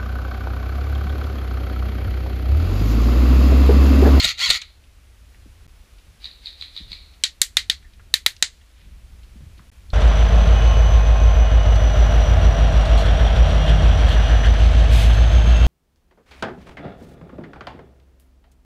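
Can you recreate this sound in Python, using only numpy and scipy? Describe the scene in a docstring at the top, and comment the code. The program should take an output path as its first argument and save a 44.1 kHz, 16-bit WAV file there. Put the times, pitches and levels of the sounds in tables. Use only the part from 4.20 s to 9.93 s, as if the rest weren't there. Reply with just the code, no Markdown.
"""A roofless shelter of hard panels, during an airsoft game at dusk.
An electric rifle close by winds up and fires twice: meshing gears whine, then a spring-driven piston
strikes home. Another fires five times farther off. Seven pellets crack on the walls and set them ringing.
The panels reflect each sound and the field adds a faint tail. Loose gear ticks and bumps softly and
clothing rustles once, over a low rumble of air and a faint hiss."""
import sys
import numpy as np
from scipy import signal
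from scipy.fft import rfft, irfft
from scipy.io import wavfile
from scipy.ndimage import uniform_filter1d

SR = 44100
rng = np.random.default_rng(int(sys.argv[2]) if len(sys.argv) > 2 else 0)


def transcribe(signal):
    """Save signal, clipped to [-1, 1], as a 16-bit WAV file at the path in sys.argv[1]."""
    frames = np.atleast_2d(signal).T
    limited = np.clip(frames, -1, 1)
    pcm = np.round(limited * 32767).astype(np.int16)
    wavfile.write(sys.argv[1], SR, pcm)


N = 252693
TIME = np.arange(N) / SR
AGE = TIME[:SR // 2]   # time within one short event
MOTOR_LEAD_S, SEAR_LEAD_S = 0.136, 0.0105   # motor start and spring release, ahead of the piston strike

# piston strikes of the near rifle: t/s, level/dB
NEAR_SHOTS = [(0.0457, -16), (0.3022, -15)]
# spectrum of the reflections from the walls: f/Hz, level/dB
WALL_ECHO = [(200, -6.5), (1000, -3), (2000, 0.5), (4200, -3.5), (7500, -4.5), (10000, -5.5), (15000, -6)]


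def from_db(db):
    """Amplitude ratio for a level in decibels."""
    return 10 ** (np.asarray(db) / 20)


def rms_one(x):
    """Normalisation to unit rms."""
    return x / np.sqrt(np.mean(x ** 2) + 1e-20)


def unit(x):
    """Normalisation to unit energy."""
    return x / np.sqrt(np.sum(x ** 2) + 1e-20)


def blow(x, db):
    """Equal energy: a transient is given the energy of 10 ms of steady sound at this level."""
    return from_db(db) * unit(x) * np.sqrt(SR / 100)


def add(out, s, x):
    """Superposition: x is added at time s, as far as it fits."""
    at = int(round(s * SR))
    x, at = x[max(-at, 0):], max(at, 0)
    out[at:at + len(x)] += x[:max(len(out) - at, 0)]


def band(x, low_hz, high_hz):
    """Causal band-pass filtering."""
    sections = signal.butter(2, [low_hz, min(high_hz, SR / 2 - 1000)], "band", fs=SR, output="sos")
    return signal.sosfilt(sections, x + 1e-18)


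def colour(x, spectrum, size=8192):
    """Minimum-phase filtering: a causal response of unit energy follows the given spectrum."""
    hz, db = np.transpose(spectrum)
    log_hz = np.log(np.maximum(np.arange(size // 2 + 1) * SR / size, 1))
    bass_cut_db = 20 * np.clip(np.log(hz[0]) - log_hz, 0, 2)
    cepstrum = irfft(np.log(from_db(np.interp(log_hz, np.log(hz), db) - bass_cut_db)))
    response = irfft(np.exp(rfft(2 * cepstrum[:size // 2], size)))
    return signal.fftconvolve(x, unit(response[:size // 2]))[:len(x)]


def drift(rate):
    """Random modulation: half a second at unit rms, with `rate` new values a second."""
    knots = rng.standard_normal(len(AGE) // 10)
    return rms_one(np.interp(AGE * rate, np.arange(len(knots)), knots))


def swell(s, width_s):
    """Gaussian envelope centred on time s."""
    return np.exp(-((TIME - s) / width_s) ** 2)


def mode(hz, t60):
    """Free vibration of one damped mode: an exponentially decaying sine."""
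    return unit(np.sin(2 * np.pi * hz * AGE) * from_db(-60 * AGE / t60))


def ringing(t60):
    """Modal overlap: many close modes struck together sum to decaying noise."""
    return unit(rng.standard_normal(len(AGE)) * from_db(-60 * AGE / t60))


def gear_motion(t, spin_up_s=0.038, spring_lead_s=0.095, sag=0.36, recover_s=0.022, coast_s=0.115):
    """A motor slows under spring load. Gives relative speed and spring release (0-1); t=0 is the strike."""
    spin = 1 - np.exp(-np.maximum(t + MOTOR_LEAD_S, 0) / spin_up_s)
    compression = np.clip((t + spring_lead_s) / (spring_lead_s - SEAR_LEAD_S), 0, 1)
    released = 1 - np.exp(-np.maximum(t + SEAR_LEAD_S, 0) / recover_s)
    coast = 1 - (np.maximum(t, 0) / coast_s) ** 2
    speed = spin * (1 - sag * compression ** 2 * (1 - released)) * coast
    return np.maximum(speed, 1e-3), released


def gearbox(free_tooth_hz=1368, tooth_depth=0.64, rough_db=2.5, brake_after_s=0.072, brake_db_per_s=899.5):
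    """Forced vibration: meshing teeth drive the shell, and their harmonics sweep over its resonances."""
    # how strongly the shell radiates a gear tone: f/Hz, level/dB
    shell_response = [(500, -15), (1100, -17.5), (1650, -9), (2150, -7), (2800, 0), (3080, -8.5),
                      (3280, 0.5), (3600, 0.5), (3950, -7.5), (4330, 5.5), (4850, -6), (5300, -13.5),
                      (7000, -9.5), (8200, -34.5)]
    # spectrum of teeth scraping: f/Hz, level/dB
    scrape_spectrum = [(250, -34.5), (600, -26.5), (1100, -23.5), (1400, -7.5), (1620, -23), (1900, -2.5),
                       (2400, -5.5), (2850, -8), (3600, -3), (4300, 2), (5300, -15), (6900, -9.5),
                       (8200, -23.5), (15500, -33)]
    t = AGE - MOTOR_LEAD_S
    speed, released = gear_motion(t)
    tooth_hz = free_tooth_hz * speed
    phase = 2 * np.pi * np.cumsum(tooth_hz * (1 + 0.008 * drift(400))) / SR
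    whine = 0
    for k in range(1, 6):
        radiated_db = np.interp(k * tooth_hz, *np.transpose(shell_response))
        flutter_db = 2.2 * drift(160)
        whine = whine + from_db(radiated_db + flutter_db) * np.sin(k * phase)
    # every tooth scrapes, some harder than others
    scrape = rng.standard_normal(len(AGE)) * (1 + tooth_depth * np.cos(phase))
    rattle = rms_one(colour(scrape * from_db(rough_db * drift(600)), scrape_spectrum))
    # both grow with speed; the whine falls once unloaded, the rattle peaks around the strike
    whine_db = -13.5 + 23.5 * np.log2(speed) - 16 * released
    rattle_db = -18.5 + 11.5 * np.log2(speed) + 7.5 * np.exp(-(t / 0.012) ** 2)
    braking = from_db(-brake_db_per_s * np.maximum(t - brake_after_s, 0))
    return braking * (from_db(whine_db) * whine + from_db(rattle_db) * rattle)


def near_rifle(recoil_hz=135, recoil_db=-37):
    """Impact and reaction: gears wind a spring, which launches the piston; recoil rings the stock."""
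    # sear, piston and rebound: t/s from the strike, level/dB, treble/dB, thump of the stock/dB, T60/s
    contacts = [(-0.0105, -14, 5.5, -16, 0.03), (0.0, 4, -5, -23, 0.013), (0.0052, -4.5, 4.5, -16, 0.02)]
    # spectrum of these impacts: f/Hz, level/dB
    piston_spectrum = [(180, -70.5), (300, -26), (685, -35.5), (1540, -38), (1840, -8.5), (3230, -27.5),
                       (3750, 2.5), (4210, 2), (5570, -18), (8420, -10), (9760, -35), (12700, -26),
                       (15500, -56)]
    out = np.zeros(N)
    for s, db in NEAR_SHOTS:
        add(out, s - MOTOR_LEAD_S, gearbox())
        add(out, s - SEAR_LEAD_S, blow(mode(recoil_hz, t60=0.094), recoil_db))
        for delay, contact_db, treble_db, thump_db, t60 in contacts:
            clack = colour(ringing(t60), piston_spectrum)
            clack = band(clack, 560, 6500) + from_db(treble_db) * band(clack, 6200, 15000)
            thump = band(ringing(0.025), 150, 260) + band(ringing(0.025), 500, 800)
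            add(out, s + delay, blow(clack, db + contact_db) + blow(thump, db + contact_db + thump_db))
    return out


def air(jolt_db=-37.5, hiss_db=-59, sizzle_db=-77):
    """Random pressure fluctuation: air and movement rumble, under an even hiss and a faint high sizzle."""
    # spectrum of the rumble: f/Hz, level/dB
    rumble_spectrum = [(11, -37), (18, 0.5), (65, 7), (80, 0.5), (97, -4.5), (129, -17.5), (168, -16),
                       (226, -19.5), (285, -36.5), (400, -27), (520, -59.5), (880, -120)]
    # strength of air and movement at the microphone: t/s, level/dB
    rumble_levels = [(0.45, -49), (1.32, -46), (2.55, -51), (2.58, -54), (2.61, -42), (3.05, -51.5),
                     (3.43, -42.5), (4.58, -49), (4.61, -40.5), (5.24, -43.5), (5.54, -49), (5.73, -38)]
    # spectrum of the hiss: f/Hz, level/dB
    hiss_spectrum = [(150, -30.5), (250, -5), (359, -9.5), (583, -9.5), (809, -12), (961, -13),
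                     (1070, -12.5), (1410, -11.5), (1730, -12.5), (2440, -11), (8320, -20), (10100, -21.5),
                     (15500, -26)]
    rumble = rms_one(colour(rng.standard_normal(N), rumble_spectrum))
    rumble = rumble / np.sqrt(uniform_filter1d(rumble ** 2, size=SR // 6))   # evens out chance swells
    envelope = from_db(np.interp(TIME, *np.transpose(rumble_levels)))
    # each near shot jolts the microphone
    jolts = from_db(jolt_db) * sum(swell(s + 0.008, width_s=0.04165) for s, _ in NEAR_SHOTS)
    hiss = from_db(hiss_db) * colour(rng.standard_normal(N), hiss_spectrum)
    sizzle = from_db(sizzle_db) * rms_one(band(rng.standard_normal(N), 10100, 10450))
    return (envelope + jolts) * rumble + hiss + sizzle


def loose_gear(random_ticks=9, random_tick_hz=2560, random_tick_db=-56):
    """Damped impacts: light contacts ring in a high band, soft bumps of the body in a low one."""
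    # clicks of gear and distant taps: t/s, level/dB, centre f/Hz, bandwidth/octaves, T60/s
    ticks = [(0.4154, -40, 6300, 0.25, 0.015), (0.4181, -30.5, 2750, 1.28, 0.043),
             (3.645, -51, 1876, 0.18, 0.081), (3.735, -54, 3310, 0.89, 0.029),
             (3.796, -50.5, 1340, 0.81, 0.034), (4.165, -44.5, 3800, 1.1, 0.023),
             (5.392, -51, 1287, 0.75, 0.077), (5.702, -46, 3970, 0.37, 0.021)]
    # bumps of the body against gear: t/s, level/dB, f/Hz, T60/s
    bumps = [(1.257, -46.5, 193, 0.058), (1.451, -54, 201, 0.074), (2.603, -45, 211, 0.07),
             (2.71, -50.5, 202, 0.1), (4.64, -46.5, 199, 0.51), (5.156, -43.5, 220, 0.061),
             (5.203, -32.5, 90, 0.36), (5.374, -46, 180, 0.25)]
    out = np.zeros(N)
    for s, db, hz, octaves, t60 in ticks:
        edge_ratio = 2 ** (octaves / 2)
        add(out, s, blow(band(ringing(t60), hz / edge_ratio, hz * edge_ratio), db))
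    for when, pitch in rng.random((random_ticks, 2)):
        hz = random_tick_hz * 2 ** (pitch - 0.5)
        tick = band(ringing(t60=0.06), hz / np.sqrt(2), hz * np.sqrt(2))
        add(out, when * N / SR, blow(tick, random_tick_db))
    for s, db, hz, t60 in bumps:
        add(out, s, blow(band(ringing(t60), hz / 1.43, hz * 1.23), db))
    return out


def far_rifle(gears_db=-45, gears_lead_s=0.05, gears_peak_s=0.011, gears_end_s=0.0835):
    """Multipath propagation: each narrow-band pop arrives several times, inside a short whirr of gears."""
    # shots: t/s, level/dB
    shots = [(2.0434, -33.5), (2.2583, -33.5), (2.412, -33.5), (2.564, -34), (2.718, -34)]
    # paths into the shelter: delay t/s, level/dB
    paths = [(0.0, 0), (0.0022, -12), (0.011, -7.5), (0.0122, 0), (0.0195, -13), (0.07, -14.5)]
    # spectrum of the pop: f/Hz, level/dB
    pop_spectrum = [(500, -41.5), (1200, -25), (1600, -30), (2050, -15.5), (2600, -20), (3100, -18),
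                    (3750, 5), (4000, 1), (4300, 0.5), (4800, -11.5), (5300, -31), (7000, -35),
                    (14000, -49)]
    # spectrum of the gears: f/Hz, level/dB
    whirr_spectrum = [(700, -20), (1400, -18), (2050, -5.5), (3000, -5.5), (4000, 1.5), (4800, -0.5),
                      (5400, -14.5), (14000, -31.5)]
    out, envelope = np.zeros(N), np.zeros(N)
    for s, db in shots:
        for delay, path_db in paths:
            add(out, s + delay, blow(colour(ringing(t60=0.008), pop_spectrum), db + path_db))
        envelope += np.interp(TIME - s, [-gears_lead_s, gears_peak_s, gears_end_s], [0, 1, 0])
    return out + from_db(gears_db) * envelope * colour(rng.standard_normal(N), whirr_spectrum)


def pellets(click_db=-0.5, note_db=-12, ping_width_hz=700):
    """Impulse excitation: a struck panel rings, coloured by the spot hit; the other walls scatter it."""
    # hits: t/s, level/dB, echo/dB, panel note f/Hz, then the colour of the spot:
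    # thud/dB, knock/dB, snap/dB, fizz/dB, ping f/Hz, ping/dB
    hits = [(3.0376, -12, 6.5, 3140, -8, -4, -5.5, -11, 7930, 6),
            (3.2165, -6, 0, 3820, -4.5, 1.5, 5, 7.5, 7280, -1),
            (3.3693, -6, 0.5, 3677, -0.5, 1, -6.5, -6.5, 6400, -4.5),
            (3.4989, -9, 1, 3704, -2.5, -3, -10.5, -11, 7330, 0.5),
            (3.94, -6, -0.5, 4035, -3.5, 2, -3, 1, 8800, -9),
            (4.0628, -3.5, -4.5, 3953, 6, 4, -2.5, 5, 6900, -11),
            (4.2254, -5, -2, 3680, 2, 1.5, 1.5, -11.5, 7260, -4)]
    # frequency response of a panel: f/Hz, level/dB
    panel_response = [(120, -34), (500, -27), (1000, -24.5), (1500, -16.5), (1950, -9), (2600, -13),
                      (3200, -7.5), (3800, -2), (4350, -1.5), (5300, -9.5), (7300, -7), (9500, -13.5),
                      (12000, -19), (15500, -26.5)]
    out = np.zeros(N)
    for s, db, echo_db, note_hz, thud, knock, snap, fizz, ping_hz, ping_db in hits:
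        contact = unit(ringing(t60=0.0052) + from_db(click_db) * (AGE == 0))
        ping = from_db(ping_db) * band(contact, ping_hz - ping_width_hz / 2, ping_hz + ping_width_hz / 2)
        note = from_db(note_db) * mode(note_hz, t60=0.016)
        tail = np.zeros(len(AGE))
        add(tail, 0.0008, from_db(-4) * ringing(t60=0.015))   # struck panel
        add(tail, 0.004, from_db(-11 + echo_db) * ringing(t60=0.033))   # nearest wall
        add(tail, 0.012, from_db(-13 + echo_db) * ringing(t60=0.14))   # other walls
        add(tail, 0.03, from_db(-39.5) * ringing(t60=1.0))   # field
        strike = contact + ping + note + colour(tail, WALL_ECHO)
        spot = [(20, thud), (700, thud), (1900, knock), (4000, 0), (7500, snap), (12000, fizz)]
        add(out, s, blow(colour(colour(strike, panel_response), spot), db))
    return out


def clothing(at_s=4.62, width_s=0.1, level_db=-61.5, grain_db=2.0, grains_per_s=60):
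    """Friction noise: cloth gives one grainy rustle as the player shifts."""
    grains = rng.standard_normal(N) * from_db(grain_db * np.resize(drift(grains_per_s), N))
    return from_db(level_db) * swell(at_s, width_s) * rms_one(band(grains, 1704, 3980))


def shelter(x, near_wall_db, walls_db, field_db, field_t60):
    """Reflection: the nearest wall answers first, the others later, and the field adds a longer tail."""
    # spectrum of the sound returned by the field: f/Hz, level/dB
    field_echo = [(300, -5), (2000, -1.5), (4200, -0.5), (6000, -9), (14000, -18)]
    echoes = np.zeros(len(AGE))
    add(echoes, 0.004, from_db(near_wall_db) * unit(colour(ringing(t60=0.066), WALL_ECHO)))
    add(echoes, 0.013, from_db(walls_db) * unit(colour(ringing(t60=0.12), WALL_ECHO)))
    add(echoes, 0.03, from_db(field_db) * unit(colour(ringing(field_t60), field_echo)))
    return x + signal.fftconvolve(x, echoes)[:N]


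def scene():
    """Superposition of all sources; the farther rifle has the larger share of reflected sound."""
    close_sounds = near_rifle() + loose_gear() + clothing()
    near = shelter(close_sounds, near_wall_db=-19, walls_db=-16, field_db=-26, field_t60=0.36)
    far = shelter(far_rifle(), near_wall_db=-10.5, walls_db=-9.5, field_db=-15, field_t60=0.69)
    return (near + far + pellets() + air())[None]


def record(dry, threshold_db=-19.0, squeeze=0.3, attack_s=0.02, release_db_per_s=4.0, cutoff_hz=15300):
    """Saturation and compression: peaks overload and lower the gain; two brief gaps; the top is cut."""
    # brief silences: start t/s, end t/s
    gaps = [(1.4656, 1.4778), (5.5012, 5.5164)]
    sound = dry[0] / (1 + dry[0] ** 6) ** (1 / 6)
    level_db = 10 * np.log10(np.maximum(uniform_filter1d(sound ** 2, size=441), 1e-12))
    cut_db = squeeze * np.maximum(level_db - threshold_db, 0)
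    cut_db = np.maximum.accumulate(cut_db + release_db_per_s * TIME) - release_db_per_s * TIME
    pole = np.exp(-1 / (attack_s * SR))
    sound = sound * from_db(-signal.lfilter([1 - pole], [1, -pole], cut_db))
    for start, end in gaps:
        sound = sound * ((TIME < start) | (TIME > end))
    return signal.fftconvolve(sound, signal.firwin(255, cutoff_hz, fs=SR), "same")[None]


dry = scene()
out = record(dry)
transcribe(out)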